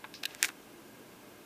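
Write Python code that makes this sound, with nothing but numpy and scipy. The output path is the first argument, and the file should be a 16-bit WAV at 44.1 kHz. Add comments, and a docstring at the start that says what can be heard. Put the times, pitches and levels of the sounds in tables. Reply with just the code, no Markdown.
"""Camera shifted in the grip

A handheld camera's plastic casing ticks, snaps and rattles; fingers knock softly and slide on it.
All of this reaches the microphone through the shell, so it is dry.
Behind it: a quiet room, faint mains hum and microphone hiss."""
import sys
import numpy as np
from scipy import signal
from scipy.fft import rfft, irfft, next_fast_len
from scipy.io import wavfile

SR = 44100
rng = np.random.default_rng(int(sys.argv[2]) if len(sys.argv) > 2 else 0)


def store_wav(level_fs):
    """Save 16-bit WAV to argv[1]."""
    pcm = np.round(np.clip(np.atleast_2d(level_fs), -1, 1) * 32767)
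    wavfile.write(sys.argv[1], SR, pcm.T.astype(np.int16))


N = 63945

# Room air and microphone hiss. Each row: frequency in Hz, relative density in dB.
AIR_SPECTRUM = [(15, -54), (25, -19), (54, -16), (90, -17.5), (109, -13.5), (181, -7.5), (202, -8),
                (301, -2.5), (344, -3.5), (438, -5.5), (543, -10.5), (604, -11.5), (879, -11.5),
                (1580, -16.5), (1860, -20), (2130, -17.5), (2300, -18.5), (2560, -16.5), (4040, -23),
                (12400, -26.5), (15000, -25.5)]
# Hum tones. Each row: frequency in Hz, rms level in dB.
HUM_TONES = [(120, -73.5), (211, -69.5)]
# Narrow resonances in the room noise. Each row: centre in Hz, width in Hz, rms level in dB.
ROOM_DRONES = [(296, 118, -64), (595.7, 22, -69), (1611, 98, -69), (2127, 17, -74.5), (12300, 150, -74)]
# Room reflections. Each row: frequency in Hz, gain in dB.
ROOM_EQ = [(500, 15.5), (1500, 10), (6000, -6), (15000, -24)]
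# Finger slides. Each row: start, rise, hold and T60 in seconds, level in dB, treble in dB.
FINGER_SLIDES = [(0.231, 0.00085, 0.004, 0.06, -42, -4), (0.268, 0.023, 0.056, 0.3, -55.5, -5.5),
                 (0.369, 0.054, 0.015, 0.081, -48.5, -2.5), (0.43, 0.0047, 0.022, 0.048, -38.5, 7),
                 (0.459, 0.0027, .006, 0.17, -45.5, 5.5), (0.479, 0.0077, 0.0012, 0.013, -42, 2)]
# Friction spectra. Each row: frequency in Hz, relative gain in dB.
SLIDE_EQ = [(100, -40), (700, -3.5), (1300, -1.5), (1650, 1.5), (2300, 1), (3000, -1), (4300, -2),
            (6500, -4.5), (9000, -10.5), (12000, -12), (15000, -10)]
SWISH_EQ = [(300, -35), (1600, -20), (2800, -4), (3500, -9), (4150, 0), (4600, -1), (5200, 0),
            (6500, -10.5), (9000, -32), (15000, -25)]
# Contacts. Each row: start in seconds, gain in dB, treble in dB, rattle gain in dB.
CASING_CLICKS = [(.3487, -10.5, 1, -21), (.4283, 13, 2, -11), (.4388, 2.5, -10, -9), (.4438, 1.5, -8, -17),
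                 (.4451, 0, 0, -11), (.4464, 9.5, -14, -13), (.4511, -5.5, 7, -15), (.4520, -2.5, 2.5, -8),
                 (.4585, -8, 3, -10), (.4891, -11.5, -0.5, -20)]
SEAM_SNAPS = [(.1401, -12.5, 2, -6), (.2352, -14, 12.5, -14), (.2355, 1.5, -7, -7), (.2542, 0.5, 2, -5),
              (.2569, -5.5, 10, 0.5), (.2575, -6, 10, -9), (.3085, -17.5, -17, -2)]
FINGER_KNOCKS = [(.0414, -10, 2, 6), (.0432, -11, -23, 0.5), (.0480, -12, 5, -0.5), (.4895, -4, 1.5, 0),
                 (.5015, -9, -24, -10)]
# Path through the shell per kind of contact. Each row: frequency in Hz, gain in dB.
CLICK_EQ = [(100, -41), (600, -32), (950, -15.5), (1270, -15.5), (1550, -2.5), (2300, -1), (3050, -8.5),
            (3550, -5.5), (4250, -11.5), (5400, -6.5), (7500, -6), (10000, -10.5), (12600, -18.5),
            (14000, -14), (16000, -32)]
SNAP_EQ = [(100, -35), (450, -34), (660, -25), (850, -21), (1400, -29), (1630, 0.5), (2050, -12),
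           (2700, 1.5), (3300, -7.5), (3950, 3.5), (4550, -6), (5100, -6.5), (7200, -19), (11000, -16.5),
           (16000, -24)]
KNOCK_EQ = [(100, -34), (660, -21.5), (870, -5.5), (1050, -5.5), (1280, -8), (1550, 0), (1850, -10.5),
            (2300, -5), (2900, -13.5), (3500, -9.5), (5500, -33), (15000, -47)]
# After-rattle, duller than the push. Each row: frequency in Hz, gain in dB.
RATTLE_EQ = [(2500, 2.5), (6000, -5), (14000, -0.5)]

AIR_DB, ROOM_GAIN_DB, ROOM_T60_S = -54.5, -19, 0.087
BEND_DELAY_1KHZ_S, RATTLE_RISE_S = 0.000689, 0.00019
SHELF_START_HZ, SHELF_END_HZ, BAND_LIMIT_HZ = 3240, 7700, 15100


def amp(db):
    """Decibels to gain."""
    return 10 ** (np.asarray(db) / 20)


def unit_rms(x):
    """Scale to rms 1."""
    return x / np.sqrt(np.mean(x ** 2) + 1e-20)


def log_interp(points, hz):
    """Interpolate (Hz, value) points on a log frequency axis."""
    points_hz, values = np.transpose(points)
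    return np.interp(np.log(hz + 1), np.log(points_hz + 1), values)


def filtered(x, response):
    """Apply a frequency response by FFT."""
    size = next_fast_len(N + SR // 2)
    hz = np.fft.rfftfreq(size, 1 / SR)
    return irfft(rfft(x, size) * response(hz), size)[..., :N]


def noise(response):
    """Coloured noise, rms 1."""
    return unit_rms(filtered(rng.standard_normal(N), response))


def colour(eq, treble_db=0):
    """Frequency response of an EQ table plus treble shelf."""
    shelf = [(SHELF_START_HZ, 0), (SHELF_END_HZ, treble_db)]
    return lambda hz: amp(log_interp(eq, hz) + log_interp(shelf, hz))


def minimum_phase(gain):
    """Causal response with this gain."""
    cepstrum = irfft(np.log(np.maximum(gain, 1e-6)))
    half = len(cepstrum) // 2
    cepstrum[1:half] *= 2
    cepstrum[half + 1:] = 0
    return np.exp(rfft(cepstrum))


def background():
    """Room air and hiss, hum, narrow drones."""
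    t = np.arange(N) / SR
    hum = sum(amp(db) * np.sqrt(2) * np.sin(2 * np.pi * (hz * t + rng.random())) for hz, db in HUM_TONES)
    drones = sum(amp(db) * noise(lambda hz: 1 / (1 + (2 * (hz - centre_hz) / width_hz) ** 2))
                 for centre_hz, width_hz, db in ROOM_DRONES)
    air = amp(AIR_DB) * noise(lambda hz: colour(AIR_SPECTRUM)(hz) * (hz < BAND_LIMIT_HZ))
    return air + hum + drones


def room_reflections(x):
    """Faint, short, dull reverb."""
    t = np.arange(SR // 2) / SR
    tail = rng.standard_normal(len(t)) * amp(-60 * t / ROOM_T60_S)
    wet = signal.fftconvolve(x, tail / np.linalg.norm(tail))[:N]
    return amp(ROOM_GAIN_DB) * filtered(wet, colour(ROOM_EQ))


def friction(response, start_s, rise_s, hold_s, t60_s, grain_db=4):
    """One grainy stroke: rise, hold, release."""
    t = np.arange(N) / SR - start_s
    attack = np.clip(t / rise_s, 0, 1)
    release = amp(-60 * np.maximum(t - rise_s - hold_s, 0) / t60_s)
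    slips = rng.standard_normal(N) * amp(grain_db * rng.standard_normal(N))
    return attack * release * unit_rms(filtered(slips, response))


def finger_slides():
    """Skin slides on the shell; one brighter swish follows the first snap."""
    slides = sum(amp(db) * friction(colour(SLIDE_EQ, treble_db), *timing_s)
                 for *timing_s, db, treble_db in FINGER_SLIDES)
    swish = friction(colour(SWISH_EQ), start_s=0.1405, rise_s=0.00097, hold_s=0.017, t60_s=0.15)
    return slides + amp(-49) * swish


def contacts(rows, eq, rattle_t60_s, size=8192):
    """One push and a short rattle each, coloured by the shell. Low bending waves arrive late."""
    out = np.zeros(N + size)
    t, hz = np.arange(size) / SR, np.fft.rfftfreq(size, 1 / SR)
    dispersion = np.exp(-4j * np.pi * BEND_DELAY_1KHZ_S * np.sqrt(1000 * hz))
    envelope = amp(-60 * t / rattle_t60_s) * (1 - np.exp(-t / RATTLE_RISE_S))
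    for start_s, db, treble_db, rattle_db in rows:
        rattle = rng.standard_normal(size) * envelope
        rattle_spectrum = rfft(rattle / np.linalg.norm(rattle)) * colour(RATTLE_EQ)(hz)
        force = 1 + amp(rattle_db) * rattle_spectrum  # 1: flat spectrum of the push
        shell = minimum_phase(colour(eq, treble_db)(hz))
        out[round(start_s * SR):][:size] += amp(db) * irfft(force * shell * dispersion)
    return out[:N]


def casing():
    """Sharp plastic clicks, snaps of a seam that sticks and lets go, soft finger knocks."""
    clicks = contacts(CASING_CLICKS, CLICK_EQ, rattle_t60_s=0.015)
    snaps = contacts(SEAM_SNAPS, SNAP_EQ, rattle_t60_s=0.011)
    knocks = contacts(FINGER_KNOCKS, KNOCK_EQ, rattle_t60_s=0.027)
    return clicks + snaps + knocks


def scene():
    """One microphone feeds both channels."""
    handling = casing() + finger_slides()
    return np.tile(handling + room_reflections(handling) + background(), (2, 1))


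def record(dry):
    """Camera band limit: brick-wall low-pass."""
    return filtered(dry, lambda hz: hz < BAND_LIMIT_HZ)


dry = scene()
out = record(dry)
store_wav(out)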